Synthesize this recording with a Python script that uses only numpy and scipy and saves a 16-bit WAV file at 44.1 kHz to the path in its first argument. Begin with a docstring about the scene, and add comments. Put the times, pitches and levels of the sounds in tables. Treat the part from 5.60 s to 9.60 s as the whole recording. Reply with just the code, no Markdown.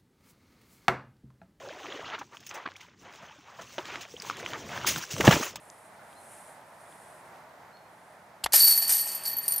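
"""Steel chains of a disc golf basket, hit by a plastic disc just after a dry double click.
Each jolt sets off a shower of contacts: links clash and ring, the wire tray hums.
The disc knocks on pole and tray; the swinging strands clink on.
Before the hit: steps swishing in dry grass, a far bird. Throughout: faint wind, a distant rumble."""
import sys
import numpy as np
from scipy import signal
from scipy.fft import rfft, irfft, next_fast_len
from scipy.io import wavfile
from scipy.ndimage import map_coordinates

SR = 44100
rng = np.random.default_rng(int(sys.argv[2]) if len(sys.argv) > 2 else 0)


def store_pcm(level_fs):
    """Save levels as 16-bit WAV."""
    pcm = np.round(np.clip(level_fs, -1, 1) * 32767).astype(np.int16)
    wavfile.write(sys.argv[1], SR, np.atleast_2d(pcm).T)


N = 176400
T = np.arange(N) / SR

# chain jolts: t/s, rise/s, t60/s, clash/dB, low ring/dB, high ring/dB
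CHAIN_JOLTS = [(2.931, 0.001, 0.64, -18.5, -54.5, -16.5), (2.966, 0.048, 0.46, -43, -15.5, -16),
               (3.062, .01, 0.46, -26, -25.5, -15.5), (3.214, 0.0059, 0.23, -32.5, -29.5, -26),
               (3.273, 0.0036, 0.14, -32.5, -46, -23), (3.291, 0.002, 0.44, -25, -31.5, -18.5),
               (3.355, 0.0084, 0.43, -38, -34.5, -27), (3.464, 0.013, 0.6, -38.5, -40.5, -33),
               (3.642, 0.016, 0.36, -35.5, -36, -31), (3.79, 0.069, 0.91, -46, -50, -38)]
# link modes, three bands: f/Hz, link-to-link spread/Hz, level/dB, t60/s
LINK_LOW = [(4468, 2, 0, .33), (4525, 10, -1, .22), (4825, 25, -12, .14), (4780, 170, -12, .08)]
LINK_MID = [(9074, 112, -1, 0.055), (9360, 740, -4.5, 0.056)]
LINK_HIGH = [(11768, 25, -4, .11), (12035, 32, 1, .11), (12330, 130, -6, .08), (12875, 30, -7, .11),
             (13900, 80, -18, .08), (14350, 80, -22, .08)]
# spectra of steel-on-steel clash and tray hum: f/Hz, level/dB
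CLASH_SPECTRUM = [(100, -49), (400, -28.5), (750, -11.5), (1200, -12.5), (1550, -6), (1800, -2), (2200, -6),
                  (3600, -7), (4400, 2.5), (5200, 4.5), (7300, -1.5), (8700, 3.5), (10800, 2.5),
                  (13000, -0.5), (14500, -16), (16000, -22)]
TRAY_SPECTRUM = [(60, -36), (180, -6), (400, -8.5), (600, -3), (850, 2), (1200, 0), (1550, -8), (1820, 10),
                 (2150, -3.5), (2600, 0), (3100, -0.5), (3800, -10), (6000, -30), (16000, -60)]
# single link strikes: t/s, low ring/dB, mid ring/dB, high ring/dB, tick/dB
LINK_STRIKES = [(2.922, -38, -45, -45, -22), (3.176, -34.5, -26.5, -16.5, -24), (3.517, -55, -35, -41, -46),
                (3.548, -49, -34, -28.5, -46), (3.635, -42.5, -34, -46, -39), (3.652, -33, -41, -49, -39),
                (3.677, -40.5, -34, -27, -36), (3.713, -63, -38, -34, -48), (3.731, -47, -55, -32, -49),
                (3.767, -65, -50, -25, -41), (3.784, -49, -40, -26, -35), (3.831, -43, -33, -44, -52),
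                (3.88, -42, -19.5, -24, -27.5), (3.909, -37, -26, -45, -53),
                (3.921, -51, -20.5, -27, -28.5), (3.936, -56, -41, -26.5, -30),
                (3.960, -59, -34, -26, -34.5), (3.979, -61, -24, -29, -32.5)]
# disc on pole and tray: t/s, plastic/dB, steel/dB
DISC_KNOCKS = [(2.938, -17.5, -29), (2.956, -37, -48), (3.078, -38, -55.5), (3.222, -35, -55),
               (3.294, -31, -26), (3.314, -32, -38), (3.343, -35.5, -37), (3.468, -36, -39.5),
               (3.618, -41, -68)]
# modes of disc and basket steel: f/Hz, level/dB, t60/s
DISC_MODES = [(654, -3, 0.039), (816, 7, 0.02), (1303, -13, 0.064), (1806, -7, 0.15), (2410, -0.5, 0.027),
              (2953, -2, 0.06)]
BASKET_MODES = [(5803, -11, .6), (6170, -9, .5), (6406, -12, .6), (7122, -7, .5), (7311, -6, .5),
                (7881, -2, .3), (8125, -3, .6), (8220, -4, .7), (8278, 0, .7), (8426, -3, .6),
                (8624, -3, .7), (8898, 2, .3), (9663, -3, .4), (10250, -5, .7)]
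# double click pulses: t/s, snap/dB, hollow body/dB, t60/s
CLICK_PULSES = [(2.8379, -31, -29, 0.011), (2.8409, -17.5, -40, 0.01), (2.844, -22.5, -34, 0.025),
                (2.8601, -25.5, -22, 0.0075), (2.8622, -39, -19, 0.027)]
# spectra of snap and hollow body: f/Hz, level/dB
SNAP_SPECTRUM = [(300, -10), (2000, -24), (2900, 10), (3700, -5.5), (4700, 10), (6000, -11), (7800, 5.5),
                 (9000, -3), (11600, 5), (13000, -20), (15300, -10), (16500, -35)]
HOLLOW_SPECTRUM = [(50, -10.5), (300, -36), (600, -21), (820, 10.5), (1100, -11), (1800, -2), (2400, -11),
                   (4000, -10), (7000, -27), (16000, -50)]
# steps: peak t/s, Gaussian width/s, level/dB
STEP_SWISHES = [(0.095, 0.18, -61.5), (.78, .12, -56), (0.59, 0.13, -63), (1.38, 0.22, -62),
                (2.45, 0.15, -71)]
# dry grass swish: f/Hz, level/dB
GRASS_SPECTRUM = [(100, -55), (2000, -5.5), (4500, -18.5), (6500, -11.5), (8000, -3), (9400, 1.5),
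                  (11000, -5), (13000, -17), (16000, -35)]
# snapping stalks: t/s, level/dB, centre f/Hz
STALK_SNAPS = [(.1005, -42, 6150), (.529, -47, 2930), (1.012, -58, 3500), (1.325, -54, 2850),
               (1.76, -62, 2900), (2.17, -52, 3600)]
# spectrum of one stalk: multiple of centre f, level/dB
STALK_SPECTRUM = [(.05, -50), (.35, -20), (.8, 0), (1.25, 2), (1.6, -18), (4, -33)]
# bird calls: t/s, length/s, held f/Hz, level/dB
BIRD_CALLS = [(.545, 0.066, 4150, -62.5), (2.12, 0.082, 4280, -60.5)]
# wind envelope: t/s, relative level/dB
WIND_ENVELOPE = [(0, -59.5), (.4, -57), (.8, -57), (1.1, -58), (1.35, -57), (1.7, -56), (2.05, -58),
                 (2.3, -59), (2.8, -58.5), (4, -55.5)]
# wind rush: f/Hz, level/dB
WIND_SPECTRUM = [(15, -75), (25, -58), (59, -18.5), (108, -9.5), (212, -9.5), (285, -12), (451, -9.5),
                 (516, -8), (624, -1), (734, -2), (863, -1), (1130, -6.5), (1230, -8), (1330, -7),
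                 (1940, -10.5), (2840, -22), (16000, -34.5)]
# wind stereo image: f/Hz, left-right correlation
WIND_CORRELATION = [(60, 1), (300, 1), (900, 0.83), (3000, 0.41), (12000, 1)]
# far rumble: f/Hz, level/dB
RUMBLE_SPECTRUM = [(25, -44), (60, -17), (110, -2), (170, -0.5), (260, -5), (500, -7), (2000, -60)]
# scatter off ground and trees: f/Hz, level/dB
SCATTER_SPECTRUM = [(100, -18), (900, -29), (4000, -4), (9000, 6.5), (13000, -23)]
# microphone treble response: f/Hz, level/dB
MIC_RESPONSE = [(13500, 0.5), (14800, 2.5), (15500, -4), (16200, -26)]


def chain_rattle(links=24, extra_per_s=2700, floor_per_s=700, settle_s=0.27, spread_db=3.5):
    """Jolts drive a thinning shower of contacts; each clashes, rings one link and stirs the tray."""
    start_s = CHAIN_JOLTS[0][0]
    t = T[int(start_s * SR):]
    envelopes = np.array([np.clip((t - at_s) / rise_s, 0, 1) * decay(t - at_s - rise_s, t60_s)
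                          for at_s, rise_s, t60_s, *_ in CHAIN_JOLTS])
    jolt_gains = amp(np.array(CHAIN_JOLTS)[:, 3:]).T
    clash, low, high = np.sqrt(jolt_gains ** 2 @ envelopes ** 2)  # jolts add in power
    chance = (floor_per_s + extra_per_s * np.exp(-(t - start_s) / settle_s)) / SR
    sizes = amp(spread_db * np.clip(rng.standard_normal(len(t)), -2, 2))
    sizes *= rng.choice([-1, 1], len(t))
    contacts = unit_rms((rng.random(len(t)) < chance) * sizes / np.sqrt(chance))
    struck_link = rng.integers(links, size=len(t))
    out = np.zeros(N)
    for k in range(links):
        hits = contacts * (struck_link == k)
        responses = steel_clash(), link_ring(LINK_LOW), link_ring(LINK_MID + LINK_HIGH)
        for force, response in zip((clash, low, high), responses):
            add(out, start_s, excite(hits * force, response))
    add(out, start_s, tray_hum(contacts * clash))
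    return out


def steel_clash(crack_t60_s=0.015, wires_t60_s=0.11, wires_db=-11):
    """A contact cracks, then shivers on in the basket wires."""
    return burst(CLASH_SPECTRUM, crack_t60_s) + amp(wires_db) * burst(CLASH_SPECTRUM, wires_t60_s)


def link_ring(modes, spread=1, damping=1):
    """One link rings, slightly detuned from its neighbours."""
    return ring([(hz + spread * spread_hz * rng.normal(), db, t60_s / damping)
                 for hz, spread_hz, db, t60_s in modes])


def tray_hum(force, gain_db=-19, t60_s=7.5):
    """The wire tray hums on under the contacts."""
    return amp(gain_db) * excite(force, burst(TRAY_SPECTRUM, t60_s, samples=len(force)))


def chain_clinks(tick_attack_s=0.0018, tick_t60_s=0.034):
    """Swinging strands meet; each blow ticks and favours different link modes."""
    out = np.zeros(N)
    for at_s, *rings_db, tick_db in LINK_STRIKES:
        tick = burst(CLASH_SPECTRUM, tick_t60_s)
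        attack = 1 - np.exp(-T[:len(tick)] / tick_attack_s)
        add(out, at_s, amp(tick_db) * tick * attack)
        for db, modes in zip(rings_db, (LINK_LOW, LINK_MID, LINK_HIGH)):
            add(out, at_s, amp(db) * link_ring(modes, spread=0.567, damping=0.94))
    return out


def disc_knocks():
    """Plastic knocks dully and leaves the basket steel ringing."""
    out = np.zeros(N)
    for at_s, plastic_db, steel_db in DISC_KNOCKS:
        add(out, at_s, amp(plastic_db) * ring(DISC_MODES) + amp(steel_db) * ring(BASKET_MODES))
    return out


def double_click(thump_at_s=2.847, thump_hz=62.4, thump_db=-39, thump_t60_s=0.11):
    """A bright snap, then a hollow one, over a slight thump."""
    out = np.zeros(N)
    for at_s, snap_db, hollow_db, t60_s in CLICK_PULSES:
        snap = amp(snap_db) * burst(SNAP_SPECTRUM, t60_s)
        hollow = amp(hollow_db) * burst(HOLLOW_SPECTRUM, t60_s)
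        add(out, at_s, snap + hollow)
    thump = np.sin(2 * np.pi * thump_hz * T) * decay(T, thump_t60_s)
    add(out, thump_at_s, amp(thump_db) * thump)
    return out


def steps(rough_db=1.25, rough_per_s=30.44):
    """Shoes swish through dry grass and snap a few stalks."""
    power = sum((amp(db) * np.exp(-0.5 * ((T - peak_s) / width_s) ** 2)) ** 2
                for peak_s, width_s, db in STEP_SWISHES)
    out = np.sqrt(power) * amp(rough_db * wobble(rough_per_s)) * noise(GRASS_SPECTRUM)
    for at_s, db, centre_hz in STALK_SNAPS:
        spectrum = [(ratio * centre_hz, level_db) for ratio, level_db in STALK_SPECTRUM]
        add(out, at_s, amp(db) * burst(spectrum, t60_s=0.009))
    return out


def bird(bend=0.154, bend_s=0.0073, echoes=2, first_echo_db=-12, echo_gap_s=0.05):
    """A thin far whistle slides up and holds; trees echo it faintly."""
    out = np.zeros(N)
    for at_s, length_s, held_hz, db in BIRD_CALLS:
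        t = T[:int(length_s * SR)]
        pitch_hz = held_hz * (1 - bend * np.exp(-t / bend_s))
        envelope = amp(db) * np.sin(np.pi * t / length_s)
        call = envelope * np.sin(2 * np.pi * np.cumsum(pitch_hz) / SR)
        for k in range(echoes + 1):
            add(out, at_s + k * echo_gap_s, amp(first_echo_db * np.sqrt(k)) * call)
    return out


def wind(gain_db=5, flutter_db=0.5, flutter_per_s=9.16, pan_db=0.72):
    """A soft far rush, nearly alike left and right."""
    def width_rad(hz):
        return np.arccos(np.clip(log_interp(WIND_CORRELATION, hz), -1, 1)) / 2

    mid = filtered(noise(WIND_SPECTRUM), lambda hz: np.cos(width_rad(hz)))
    side = filtered(noise(WIND_SPECTRUM), lambda hz: np.sin(width_rad(hz)))
    level_db = np.interp(T, *np.transpose(WIND_ENVELOPE)) + gain_db
    level_db += flutter_db * wobble(flutter_per_s)
    return amp(level_db) * np.array([mid + side, mid - side]) * amp([[-pan_db], [pan_db]])


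def rumble(start_db=-80.5, rise_db_per_s=4):
    """A far low rumble grows slowly."""
    return amp(start_db + rise_db_per_s * T) * noise(RUMBLE_SPECTRUM)


def field_scatter(x, gain_db=-24, t60_s=0.083):
    """Weak stereo scatter off ground and trees."""
    tail = rng.standard_normal((2, SR // 2)) * decay(T[:SR // 2], t60_s)
    tail = filtered(tail / np.linalg.norm(tail[0]), lambda hz: gain_at(SCATTER_SPECTRUM, hz))
    return amp(gain_db) * signal.fftconvolve(x[None], tail, axes=1)[:, :N]


def amp(db):
    """dB to gain."""
    return 10 ** (np.asarray(db) / 20)


def unit_rms(x):
    """Scale to rms 1."""
    return x / np.sqrt(np.mean(x ** 2) + 1e-20)


def log_interp(points, hz):
    """Interpolate (f/Hz, value) rows over log frequency."""
    knots_hz, values = np.transpose(points)
    return np.interp(np.log(hz + 1), np.log(knots_hz + 1), values)


def gain_at(spectrum, hz):
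    """Linear gain of a spectrum at hz."""
    return amp(log_interp(spectrum, hz))


def filtered(x, response):
    """Zero-phase filter with gain response(hz)."""
    n = x.shape[-1]
    padded = next_fast_len(n + 8192)
    return irfft(rfft(x, padded) * response(np.fft.rfftfreq(padded, 1 / SR)), padded)[..., :n]


def noise(spectrum):
    """Coloured noise, rms 1."""
    return unit_rms(filtered(rng.standard_normal(N), lambda hz: gain_at(spectrum, hz)))


def wobble(knots_per_s):
    """Smooth random curve."""
    return map_coordinates(rng.standard_normal(256), [T * knots_per_s], mode="wrap")


def decay(t, t60_s):
    """Exponential fall, 60 dB per t60_s."""
    return np.exp(-np.log(1000) * np.maximum(t, 0) / t60_s)


def burst(spectrum, t60_s, samples=16384):
    """Decaying coloured noise."""
    puff = rng.standard_normal(samples) * decay(T[:samples], t60_s)
    rms_gain = np.sqrt(np.mean(gain_at(spectrum, np.fft.rfftfreq(samples, 1 / SR)) ** 2))
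    return filtered(puff, lambda hz: gain_at(spectrum, hz)) / rms_gain


def ring(modes, attack_s=0.00064):
    """Damped sines from (f/Hz, level/dB, t60/s) rows, starting near rms 1."""
    t = T[:SR]
    sines = sum(amp(db) * decay(t, t60_s) * np.sin(2 * np.pi * (hz * t + rng.random()))
                for hz, db, t60_s in modes)
    power = sum(amp(db) ** 2 for _, db, _ in modes) / 2
    return sines * (1 - np.exp(-t / attack_s)) / np.sqrt(power)


def excite(force, response):
    """Convolve force with the response at unit energy."""
    return signal.fftconvolve(force, response / np.linalg.norm(response))


def add(out, at_s, x):
    """Mix x into out from at_s."""
    i = int(at_s * SR)
    out[i:i + len(x)] += x[:max(N - i, 0)]


def scene():
    """Open field; basket, steps and bird straight ahead with scatter, the click dry."""
    ahead = chain_rattle() + chain_clinks() + disc_knocks() + steps() + bird()
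    return ahead + field_scatter(ahead) + double_click() + wind() + rumble()


def record(dry, limit_hz=16200):
    """Microphone: slight treble peak, steep roll-off, hard band limit."""
    return filtered(dry, lambda hz: gain_at(MIC_RESPONSE, hz) * (hz < limit_hz))


dry = scene()
out = record(dry)
store_pcm(out)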